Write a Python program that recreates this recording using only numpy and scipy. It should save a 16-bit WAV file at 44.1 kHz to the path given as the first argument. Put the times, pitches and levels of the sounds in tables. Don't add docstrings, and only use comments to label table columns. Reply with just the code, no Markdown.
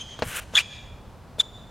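import sys
import numpy as np
from scipy import signal
from scipy.fft import rfft, irfft, next_fast_len
from scipy.io import wavfile
from scipy.ndimage import map_coordinates

SR = 44100
rng = np.random.default_rng(int(sys.argv[2]) if len(sys.argv) > 2 else 0)


def store_pcm(level_fs):
    pcm = np.round(np.clip(level_fs, -1, 1) * 32767).astype(np.int16)
    wavfile.write(sys.argv[1], SR, np.atleast_2d(pcm).T)


N = 74970
LEAD = SR // 8
T = np.arange(-LEAD, N) / SR
M = len(T)


def amp(db):
    return 10 ** (np.asarray(db) / 20)


def unit(x):
    return x / np.sqrt(np.mean(x ** 2) + 1e-20)


def colour(x, points):
    hz, db = np.transpose(points)
    size = next_fast_len(x.shape[-1] + 8192)
    bins_hz = np.fft.rfftfreq(size, 1 / SR)
    gain = amp(np.interp(np.log(bins_hz + 1), np.log(hz + 1), db))
    return irfft(rfft(x, size) * gain, size)[..., :x.shape[-1]]


def noise(points):
    return unit(colour(rng.standard_normal(M), points))


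def grains(points, smooth, clicks_per_s=6000):
    clicks = rng.standard_normal(M) * (rng.random(M) < clicks_per_s / SR)
    return unit(colour(unit(clicks) + smooth * rng.standard_normal(M), points))


def wobble(knots_per_s):
    return map_coordinates(rng.standard_normal(M // 4), [np.arange(M) * knots_per_s / SR], mode="wrap")


def swell(peak_s, rise_s, fall_s):
    return np.exp(-((T - peak_s) / np.where(T < peak_s, rise_s, fall_s)) ** 2 / 2)


def decay(start_s, t60_s):
    age_s = np.maximum(T - start_s, 0)
    return (1 - np.exp(-age_s / 0.00015)) * np.exp(-np.log(1000) * age_s / t60_s)


def widen(mid, side):
    return np.array([mid + side, mid - side])


def air():
    # (frequency [Hz], gain [dB])
    hush_spectrum = [(20, -13), (50, 0), (100, 0), (160, -7), (230, -10), (330, -15.5), (550, -14),
                     (1000, -16), (2000, -29), (4000, -33), (8000, -41), (15500, -47.5)]
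    side_spectrum = [(40, -40), (130, -14), (280, -10), (800, -18), (4000, -14.5), (10000, 0)]
    puff_spectrum = [(20, -8), (50, -1), (100, -1), (200, -16), (600, -64)]
    # (frequency [Hz], left boost and right cut [dB])
    lean = [(90, -1.5), (160, 2), (250, 0.5), (1000, 0.44), (4000, -0.5)]
    # (peak time [s], level [dB], half width [s])
    puffs = [(0.279, -35, 0.014), (0.944, -40.5, .02), (1.075, -36, 0.0083)]
    left, right = widen(noise(hush_spectrum), colour(noise(hush_spectrum), side_spectrum))
    hush = np.array([colour(left, lean), colour(right, np.array(lean) * [1, -1])])
    hush_db = -45.5 + 0.36 * wobble(4.4)
    puff_gain = sum(amp(db) * swell(peak_s, half_s, half_s) for peak_s, db, half_s in puffs)
    return amp(hush_db) * hush + puff_gain * noise(puff_spectrum)


def skids(judder_width_hz=500):
    # (peak time [s], nominal rise [s], nominal fall [s], level [dB], judder [Hz], glide [oct/s])
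    slides = [(-.04, 0.03, 0.027, -30, 2001, 15), (.581, .027, 0.026, -26, 2059, 19),
              (1.408, .014, 0.01, -33, 3493, -4)]
    # (frequency [Hz], gain [dB])
    rub_spectrum = [(150, -19), (500, -10), (1200, -2), (2200, -3), (3700, 2.5), (4600, -4.5), (5800, -5),
                    (7200, -4.5), (10000, -12.5), (15500, -26.5)]
    out = np.zeros(M)
    for peak_s, rise_s, fall_s, db, hz, oct_per_s in slides:
        pitch_hz = hz * 2 ** (oct_per_s * np.clip(T - peak_s, -2 * rise_s, fall_s))
        phase = 2 * np.pi * np.cumsum(pitch_hz) / SR
        judder = wobble(2 * judder_width_hz) * np.sin(phase)
        judder += wobble(2 * judder_width_hz) * np.cos(phase)
        rub = grains(rub_spectrum, smooth=0.58)
        out += amp(db) * swell(peak_s, rise_s, fall_s) ** 2 * (amp(0.5) * judder + amp(1) * rub)
    return out


def squeaks(sag_hz_per_s=15000, waver_hz=263.3, chatter_per_s=600, blur_rad=1.4):
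    # (peak time [s], pitch [Hz], level [dB], nominal half width [s], roughness [0-1],
    # overtone boost [dB])
    slips = [(-.04, 3203, -11.5, 0.0037, 0.25, 4), (.017, 3187, -35, 0.0077, 0.22, 11.5),
             (0.5556, 3377, -14.5, 0.0028, 0.23, 8), (0.5582, 3535, -16, 0.004, .35, 3.5),
             (0.569, 3427, -17, 0.0021, 0.33, -12), (0.577, 3384, -13.5, 0.0044, .4, 1.5),
             (0.5832, 2443, -12.5, 0.0025, 0.16, -7.5), (0.5872, 2447, -14, 0.0047, 0.21, 1),
             (0.604, 2666, -28, 0.0086, .5, -6), (1.4023, 3531, -10.5, 0.0032, 0.12, 2.5),
             (1.4095, 3540, -25.5, 0.0028, 0.67, 2)]
    overtones_db = [-18, -32, -51.5]
    out = np.zeros(M)
    for peak_s, hz, db, half_s, rough, boost_db in slips:
        pitch_hz = hz - sag_hz_per_s * (T - peak_s) + rough * waver_hz * wobble(chatter_per_s)
        phase = 2 * np.pi * np.cumsum(pitch_hz) / SR
        tone = np.sin(phase)
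        for k, overtone_db in enumerate(overtones_db, 2):
            scatter_rad = blur_rad * np.sqrt(rough) * wobble(chatter_per_s)
            tone += amp(overtone_db + boost_db) * np.sin(k * phase + scatter_rad)
        flutter = 1 + rough * wobble(2 * chatter_per_s)
        out += amp(db) * np.sqrt(2) * tone * swell(peak_s, half_s, half_s) ** 1.46 * flutter
    return out


def echo(x):
    # (delay [s], rise [s], t60 [s], level [dB], low-pass [Hz])
    reflectors = [(.032, 0.004, 0.45, -23, 12000), (.165, 0.044, 0.61, -24, 9000),
                  (.3, 0.12, .85, -31.5, 4200)]
    # (frequency [Hz], gain [dB])
    echo_spectrum = [(100, -11), (1000, -1), (2400, 3), (3600, 3), (5000, 8), (7000, 5.5), (10000, 2),
                     (15000, -12)]
    t = np.arange(SR) / SR
    tail = np.zeros((2, SR))
    for delay_s, rise_s, t60_s, db, cut_hz in reflectors:
        rising = np.exp(-((t - delay_s) / rise_s) ** 2 / 2)
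        fading = np.exp(-np.log(1000) * np.abs(t - delay_s) / t60_s)
        envelope = np.where(t < delay_s, rising, fading)
        scatter = signal.lfilter(*signal.butter(1, cut_hz, fs=SR), rng.standard_normal((2, SR)))
        tail += amp(db) * envelope / np.linalg.norm(envelope) * scatter
    mid, side = signal.fftconvolve(x[None], colour(tail, echo_spectrum), axes=1)[:, :M]
    return widen(mid, 0.16 * side)


def steps(crack_db=11, forefoot_lag_s=0.004405, forefoot_db=-7.5, low_cut_hz=90):
    # (time [s], level [dB], relative grit level [dB])
    footfalls = [(.1905, -33.5, -2), (0.2221, -17.5, -6.5), (0.5367, -34, -11), (1.385, -34.5, -13)]
    # (frequency [Hz], relative level [dB], t60 [s])
    sole_modes = [(95, -2, .07), (239.6, -5, 0.068), (495, 0, 0.045), (593, 9, 0.025), (829, -6.5, 0.074),
                  (1383, 2, 0.0065), (1950, -27, 0.0134)]
    # (frequency [Hz], gain [dB])
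    slap_spectrum = [(200, 7), (700, 3), (2200, 0), (4200, -6), (7000, -14), (15000, -45)]
    out = np.zeros(M)
    for heel_s, db, grit_db in footfalls:
        out += amp(db + grit_db + crack_db) * noise(slap_spectrum) * decay(heel_s, t60_s=0.0039)
        for hit_s, hit_db in [(heel_s, db), (heel_s + forefoot_lag_s, db + forefoot_db)]:
            thud = sum(amp(mode_db) * decay(hit_s, t60_s) * np.sin(2 * np.pi * hz * (T - hit_s))
                       for hz, mode_db, t60_s in sole_modes)
            slap = amp(grit_db) * noise(slap_spectrum) * decay(hit_s, t60_s=0.067)
            out += amp(hit_db) * (0.52 * thud + slap)
    return signal.sosfilt(signal.butter(2, low_cut_hz, "high", fs=SR, output="sos"), out)


def drag(grit_boost_db=4.5):
    # (time [s], rasp level [dB], grit level before boost [dB])
    stroke = [(0.231, -51, -61), (.25, -46.5, -52.5), (.29, -39.5, -45), (0.343, -34.5, -50),
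              (0.372, -31.5, -36.5), (.385, -34.5, -45), (.399, -34.5, -41), (0.402, -49.5, -81.5),
              (.427, -46.5, -61), (0.446, -65, -77)]
    # (peak time [s], level [dB], half width [s])
    scuffs = [(0.197, -48.5, 0.0021), (0.555, -50, 0.0036), (1.396, -40, 0.0037)]
    # (frequency [Hz], gain [dB])
    rasp_spectrum = [(180, -52), (300, -19.5), (561, -8.5), (712, -14.5), (1510, -1), (2150, -3.5),
                     (2900, -2), (4730, -19), (6000, -15.5), (7800, -27), (13200, -120)]
    grit_spectrum = [(2500, -24), (5000, -16.5), (7000, -6), (9500, -4), (12500, -9), (15500, -15)]
    times_s, rasp_db, grit_db = np.transpose(stroke)
    rasp_gain = np.interp(T, times_s, amp(rasp_db), left=0, right=0)
    grit_gain = np.interp(T, times_s, amp(grit_db + grit_boost_db), left=0, right=0)
    grit_gain += sum(amp(db) * swell(peak_s, half_s, half_s) for peak_s, db, half_s in scuffs)
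    return rasp_gain * grains(rasp_spectrum, smooth=0.75) + grit_gain * grains(grit_spectrum, smooth=0.38)


def scene(approach_db_per_s=4.5):
    shoes = squeaks() + skids() + steps() + drag()
    direct = amp([[0.66], [-0.66]]) * widen(shoes, 0.035 * np.roll(shoes, 8))
    reflected = amp([[-0.1], [0.1]]) * echo(shoes * amp(-approach_db_per_s * T))
    return (direct + reflected + air())[:, LEAD:]


def record(dry):
    top_hz = 15900
    size = next_fast_len(N + 8192)
    passband = np.fft.rfftfreq(size, 1 / SR) < top_hz
    return irfft(rfft(dry, size) * passband, size)[:, :N]


dry = scene()
out = record(dry)
store_pcm(out)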